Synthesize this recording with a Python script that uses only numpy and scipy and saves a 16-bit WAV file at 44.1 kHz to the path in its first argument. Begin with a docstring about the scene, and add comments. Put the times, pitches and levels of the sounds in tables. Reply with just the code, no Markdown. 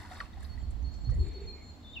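"""An animal slips under a marshy pond in front of the microphone: a short slosh of ringing bubbles,
one sharp plop as the cavity closes, a few late drips. Songbirds whistle from the trees around the
water, which echo them; one chirps close by, and something hoots faintly far away.
A breeze buffets the microphone's two ports and peaks in one gust, over the steady hush of the marsh."""
import sys
import numpy as np
from scipy import signal
from scipy.fft import rfft, irfft
from scipy.io import wavfile
from scipy.ndimage import uniform_filter1d

SR = 44100
rng = np.random.default_rng(int(sys.argv[2]) if len(sys.argv) > 2 else 0)


def file_out(sig):
    """Save sig as 16-bit WAV at sys.argv[1]."""
    # one column per channel
    cols = np.atleast_2d(sig).T
    # limit, then scale
    lim = np.clip(cols, -1, 1)
    pcm = np.round(lim * 32767).astype(np.int16)
    wavfile.write(sys.argv[1], SR, pcm)


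N = 88200
T = np.arange(N) / SR
HZ = np.fft.rfftfreq(N, 1 / SR)
SIDES = np.array([[.5], [-.5]])  # half of a left-right difference to each channel

# churning of the water over the dive: t/s, level/dB
CHURN = [(0, -50), (.08, -55.5), (.125, -50.5), (.19, -51.5), (.225, -52), (.29, -66), (.39, -64.5),
         (.435, -58), (.48, -64.5), (.58, -65.5), (.7, -76), (2, -75.5)]
# tone colour of the slosh: f/Hz, gain/dB
SLOSH_COLOUR = [(150, -12.5), (400, -12.5), (520, -16), (740, -6.5), (1000, -5.5), (1400, -7.5),
                (1950, -3.5), (2450, -18.5), (2750, -13), (3200, -22), (3660, -12), (4000, -15.5),
                (4450, -10), (5100, -20), (8200, -22.5), (10000, -31), (15000, -38.5)]

def slosh(pitches=48, bubbles_per_s=9000, spread_db=2.5, decay_cycles=4.4):
    """In front of the microphone, a swarm of tiny short-lived bubbles fades as the water closes."""
    swarm, t = np.zeros(N), T[:2048]
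    for hz in np.geomspace(250, 14500, pitches):
        strength = amp(spread_db * np.minimum(rng.exponential(1, N), 4))
        births = rng.random(N) < bubbles_per_s / pitches / SR
        cycles = hz * rng.uniform(0.964, 1.071) * t
        ring = np.sin(2 * np.pi * cycles) * np.exp(-cycles / decay_cycles) * (1 - np.exp(-2 * cycles))
        swarm += signal.oaconvolve(strength * births, ring * hz)[:N]
    coloured = irfft(rfft(swarm) * amp(at_hz(SLOSH_COLOUR, HZ)), N)
    return unit_rms(coloured) * amp(curve(CHURN))


# large bubbles; the three from 0.20 to 0.21 s are the plop of the closing cavity:
# t/s, level/dB, f/Hz, ring to -60 dB/s (capped at max_cycles; a negative ring is silent)
BUBBLES = [(.049, -45, 955, 5.5), (.095, -38, 1650, -0.5), (.112, -40, 730, 0.3), (.117, -48, 3620, .025),
           (.121, -45.5, 1340, .04), (.16, -38, 1160, -0.7), (.17, -50, 3640, .025),
           (.2035, -24, 1820, .019), (.2062, -36, 4300, .014), (.2096, -26, 1320, .018),
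           (0.211, -37.5, 1135, 0.1), (.257, -50, 2720, 8), (.333, -52, 3700, .025), (.338, -53, 1940, .04),
           (.372, -46, 785, .07), (.408, -50, 1020, .03), (.428, -45, 1720, .04), (0.577, -47.5, 1930, 0.5),
           (.615, -56.5, 3190, 2), (1.32, -57, 1720, 5)]

def bubbles(rise=0.055, max_cycles=85):
    """Each large bubble rings and rises in pitch as it nears the surface."""
    out = np.zeros(N)
    for start, db, hz, ring_s in BUBBLES:
        ring_s = min(ring_s, max_cycles / hz)
        t = np.arange(0, ring_s, 1 / SR)
        cycles = np.cumsum(hz * (1 + rise * t / ring_s)) / SR
        envelope = amp(db - 60 * t / ring_s) * (1 - np.exp(-cycles))
        add(out, start, envelope * np.sin(2 * np.pi * cycles))
    return out


# wet slaps on the pond's surface: t/s, level/dB, f/Hz, width/Hz, decay/s
SLAPS = [(0.2033, -43.5, 2390, 2600, 0.0068), (0.427, -67.5, 11000, 6000, 0.055),
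         (0.445, -48.5, 4300, 700, 0.0078), (.94, -61, 5500, 2500, .025), (1.093, -52, 1200, 700, 0.0072),
         (1.098, -61, 5200, 2200, .014)]

def slaps():
    """Water hits water in short bursts as the cavity snaps shut and wavelets meet."""
    out, t = np.zeros(N), T[:8192]
    for start, db, hz, width_hz, decay_s in SLAPS:
        add(out, start, amp(db) * noise_band(hz, width_hz)[:len(t)] * np.exp(-t / decay_s))
    return out


# drips on leaves by the water: t/s, relative level/dB
DRIPS = [(.109, -53), (0.144, -63), (.174, -60), (0.406, -51.5), (0.429, -46), (0.709, -48), (1.108, -53),
         (1.283, -53)]

def drips(gain_db=-7, attack_s=0.00058, decay_s=.0045):
    """Each small drop bursts on a leaf in a bright tick."""
    out, t = np.zeros(N), T[:2048]
    envelope = np.minimum(t / attack_s, 1) * np.exp(-t / decay_s)
    for start, db in DRIPS:
        add(out, start, amp(db + gain_db) * noise_band(hz=7830, width_hz=2000)[:len(t)] * envelope)
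    return out


def near_chirp(start=1.95, length=.055, level_db=-38, from_hz=3210, to_hz=2413):
    """A bird close to the microphone gives one quick downward slur with a faint octave."""
    out, t = np.zeros(N), np.arange(0, length, 1 / SR)
    hz = to_hz + (from_hz - to_hz) * (1 - t / length) ** 1.68
    phase = 2 * np.pi * np.cumsum(hz) / SR
    tone = np.sqrt(2) * (np.sin(phase) + amp(-40) * np.sin(2 * phase))
    peak_s, width_s = 0.023, 0.0088
    swell = fade(t, length, edge_s=0.0019) / (1 + ((t - peak_s) / width_s) ** 2) ** 1.2
    add(out, start, amp(level_db) * swell * tone)
    return out


# whistled notes from the trees: t/s, length/s, level/dB, start f/Hz, end f/Hz
WHISTLES = [(0.487, .07, -59, 4390, 4373), (.58, 0.061, -70.5, 7420, 7250), (0.624, .045, -64, 4360, 4340),
            (.76, 0.04, -82, 7550, 7300), (0.837, 0.064, -56.5, 4277, 4343), (.91, 0.037, -69, 7110, 7270),
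            (0.942, 0.061, -61.5, 4316, 4360), (.96, 0.089, -73, 7300, 7360),
            (1.035, 0.059, -55, 4308, 4348), (1.135, 0.023, -61.5, 7280, 7280),
            (1.185, 0.12, -71.5, 7350, 7280), (1.189, .055, -53, 4290, 4320),
            (1.296, 0.044, -57.5, 4330, 4200), (1.336, 0.0524, -52.5, 4382, 4300),
            (1.401, 0.053, -67, 7280, 7140), (1.467, 0.058, -47.5, 4287, 4270),
            (1.475, .05, -75, 7170, 7300), (1.539, 0.048, -68.5, 7270, 7030),
            (1.575, 0.09, -85, 4300, 4240), (1.657, 0.06, -58, 4300, 4240), (1.815, 0.019, -71, 3590, 3640),
            (1.84, 0.13, -55.5, 3563, 3557), (1.89, 0.053, -71.5, 7100, 7260),
            (1.925, 0.034, -51, 3620, 3770), (1.968, 0.024, -52.5, 3590, 3510)]

def whistles(waver=0.0046, edge_s=0.014):
    """Songbirds around the pond whistle nearly pure, slightly wavering notes."""
    out = np.zeros(N)
    for start, length, db, from_hz, to_hz in WHISTLES:
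        t = np.arange(0, length, 1 / SR)
        glide = from_hz + (to_hz - from_hz) * t / length
        hz = glide * (1 + waver * noise_band(hz=0, width_hz=68)[:len(t)])
        tone = np.sqrt(2) * np.sin(2 * np.pi * np.cumsum(hz) / SR)
        add(out, start, amp(db) * fade(t, length, min(edge_s, length / 2)) * tone)
    return out


# buzzy calls, soft chip notes and hollow hoots: t/s, length/s, level/dB, f/Hz, width/Hz
BUZZES = [(1.105, .08, -65, 1940, 260), (1.13, .14, -80, 9450, 450), (1.21, 0.26, -71.5, 3710, 333),
          (1.22, 0.26, -66.5, 2230, 900), (1.42, 0.2, -69.5, 2397, 101.9), (1.54, 0.12, -66.5, 2180, 129.6),
          (1.61, 0.12, -69, 7130, 635), (1.82, .16, -67, 3780, 470)]
CHIPS = [(.825, 0.017, -67.5, 6380, 400), (1.04, 0.017, -69, 6330, 400), (1.33, 0.014, -68, 6180, 400),
         (1.461, 0.013, -65.5, 6460, 450)]
HOOTS = [(1.1, 0.076, -57.5, 530, 125), (1.17, .15, -50, 349, 89.5), (1.32, .17, -52, 418, 76),
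         (1.46, .12, -56, 395, 110), (1.6, 0.35, -62.5, 218, 67)]

def distant_calls(calls, edge_s):
    """Calls from far off reach the microphone blurred into narrow bands of noise."""
    out = np.zeros(N)
    for start, length, db, hz, width_hz in calls:
        t = np.arange(0, length, 1 / SR)
        voice = unit_rms(noise_band(hz, width_hz)[:len(t)])
        add(out, start, amp(db) * fade(t, length, edge_s) * voice)
    return out


# gusts on the microphone: t/s, relative level/dB, left minus right/dB
GUSTS = [(0, -49, -14), (.07, -69, -6), (.25, -47.5, -14), (.31, -58, -6), (.38, -42, -7), (.5, -43, -11),
         (.64, -37.5, -10), (.7, -40, -6), (.76, -39, -16.5), (.87, -33, -8.5), (.92, -43.5, -18),
         (1.02, -40, -6.5), (1.08, -30, -17.5), (1.14, -30, -7), (1.21, -29, 9.5), (1.25, -35.5, 8),
         (1.39, -45, 0), (1.46, -39.5, -7), (1.54, -48.5, 0), (1.78, -75, -4), (1.83, -59, 2), (2, -56, -3)]
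# tone colour of the buffeting: f/Hz, gain/dB
BUFFET_COLOUR = [(15, -8.5), (28, 0), (42, 1), (58, 6), (76, 3.5), (96, -11), (112, -8.5), (145, -17),
                 (216, -23.5), (300, -31)]

def wind(gain_db=1, fall_db_per_octave=-18.5, fall_from_hz=300, low_cut_hz=18):
    """Turbulence right at the microphone's two ports rumbles with the gusts."""
    colour_db = at_hz(BUFFET_COLOUR, HZ) + fall_db_per_octave * np.log2(np.maximum(HZ / fall_from_hz, 1))
    low_cut = HZ ** 2 / (HZ ** 2 + low_cut_hz ** 2)
    rumble = irfft(stereo_spectra(likeness=0.37) * amp(colour_db) * low_cut, N)
    # held level, so that the gusts set the loudness
    rumble /= np.sqrt(uniform_filter1d(rumble ** 2, size=3000, axis=1) + 1e-20)
    balance = amp(SIDES * curve(GUSTS, column=2))
    return rumble * balance / balance.mean(0) * amp(curve(GUSTS) + gain_db)


# single eddies on the microphone: t/s, peak level/dB, f/Hz, half-length/s
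EDDIES = [(0.694, -30, 58, 0.017), (1.097, -26.5, 115, 0.02), (1.213, -20, 58, 0.011)]

def eddies():
    """The strongest eddies thump the microphone with a short swing of pressure."""
    return sum(amp(db) * np.exp(-((T - peak_s) / half_s) ** 2) * np.cos(2 * np.pi * hz * (T - peak_s))
               for peak_s, db, hz, half_s in EDDIES)


# echo of the trees around the pond: f/Hz, decay to -60 dB/s
TREE_DECAY = [(200, 1), (2000, 0.32), (4300, 0.64), (9000, 0.78)]

def tree_echo(sound, build_s=0.029):
    """The trees on the banks return a diffuse echo, each band dying at its own speed."""
    hz, t, bands = signal.stft(irfft(stereo_spectra(likeness=0.13), N), SR, nperseg=256)
    decay = amp(-60 * t / at_hz(TREE_DECAY, hz)[:, None])
    _, tail = signal.istft(bands * decay * np.minimum(t / build_s, 1), SR, nperseg=256)
    return signal.fftconvolve(sound[None], tail / np.linalg.norm(tail[0]), axes=1)[:, :N]


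# tone colour of the marsh air: f/Hz, gain/dB
AIR_COLOUR = [(15, -41.5), (25, -13.5), (55, -4.5), (82, 2), (126, -15.5), (253, -11), (410, -25),
              (782, -22.5), (1490, -32.5), (1950, -33), (2420, -36), (4040, -36), (4380, -32), (4750, -39),
              (6920, -46), (7500, -42.5), (8580, -58), (12800, -50.5), (15500, -51.5)]
# how alike the air sounds at the two ports: f/Hz, likeness (0 to 1)
AIR_LIKENESS = [(50, 0.65), (300, 0.86), (800, 0.41), (1500, 0.13), (5000, 0.14), (12000, .05)]

def marsh_air(level_db=-50):
    """The steady hush of the marsh, all around the microphone."""
    spectra = stereo_spectra(at_hz(AIR_LIKENESS, HZ)) * amp(at_hz(AIR_COLOUR, HZ))
    return amp(level_db) * unit_rms(irfft(spectra, N))


# scattering between the microphone's ports: f/Hz, phase spread/rad
PORT_SCATTER = [(200, .3), (700, 0.21), (1500, 1.2), (3000, 0.64), (4400, 1.04), (7000, 1.7), (15000, 1)]
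# balance between the ports: f/Hz, left minus right/dB
PORT_BALANCE = [(1000, 0.5), (2400, 1), (4400, 0.5), (7300, -1.5), (8500, 9), (11000, 6), (14000, -1)]

def microphone_ports(sound, step_hz=220):
    """Leaves and the camera body scatter the treble differently to the left and right port."""
    wobble = np.interp(HZ / step_hz, np.arange(N), rng.standard_normal(N))
    phase_shift = np.exp(2j * SIDES * wobble * at_hz(PORT_SCATTER, HZ))
    return irfft(rfft(sound) * phase_shift * amp(SIDES * at_hz(PORT_BALANCE, HZ)), N)


def amp(db):
    """Decibels to gain."""
    return 10 ** (np.asarray(db) / 20)


def unit_rms(x):
    """Scales to rms 1."""
    return x / np.sqrt(np.mean(x ** 2) + 1e-20)


def at_hz(points, hz):
    """Reads a table on a log-frequency axis."""
    f, value = np.transpose(points)
    return np.interp(np.log(hz + 1), np.log(f + 1), value)


def curve(rows, column=1):
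    """One column of a timed table at every sample."""
    rows = np.array(rows)
    return np.interp(T, rows[:, 0], rows[:, column])


def add(mix, start, sound):
    """Adds a sound at its time."""
    part = mix[max(round(start * SR), 0):][:len(sound)]
    part += sound[:len(part)]


def stereo_spectra(likeness):
    """Spectra of two white noises with a given correlation."""
    left, other = rfft(rng.standard_normal((2, N)))
    return np.array([left, likeness * left + np.sqrt(1 - likeness ** 2) * other])


def noise_band(hz, width_hz):
    """Noise in one steep resonance, 12 dB down at width_hz either side."""
    return unit_rms(irfft(rfft(rng.standard_normal(N)) / (1 + ((HZ - hz) / width_hz) ** 2) ** 2, N))


def fade(t, length, edge_s):
    """Smooth attack, hold and release."""
    return np.sin(np.pi / 2 * np.clip(np.minimum(t, length - t) / edge_s, 0, 1)) ** 2


def scene():
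    """Water in front, birds in the trees, hoots far off, wind on the microphone, air all around."""
    water = slosh() + bubbles() + slaps() + drips()
    birds = whistles() + distant_calls(BUZZES, edge_s=0.021) + distant_calls(CHIPS, edge_s=0.0047)
    chirp = near_chirp()
    hoots = distant_calls(HOOTS, edge_s=0.03)
    echo = tree_echo(amp(-17.5) * water + amp(-2.5) * birds + amp(-3) * chirp + amp(-6.5) * hoots)
    direct = microphone_ports(water + birds + chirp + hoots)
    return direct + echo + wind() + eddies() + marsh_air()


def record(dry):
    """The recorder cuts the treble steeply at its band limit."""
    low_pass = signal.firwin(511, cutoff=15760, window=("kaiser", 9), fs=SR)
    return signal.oaconvolve(dry, low_pass[None], "same")


dry = scene()
out = record(dry)
file_out(out)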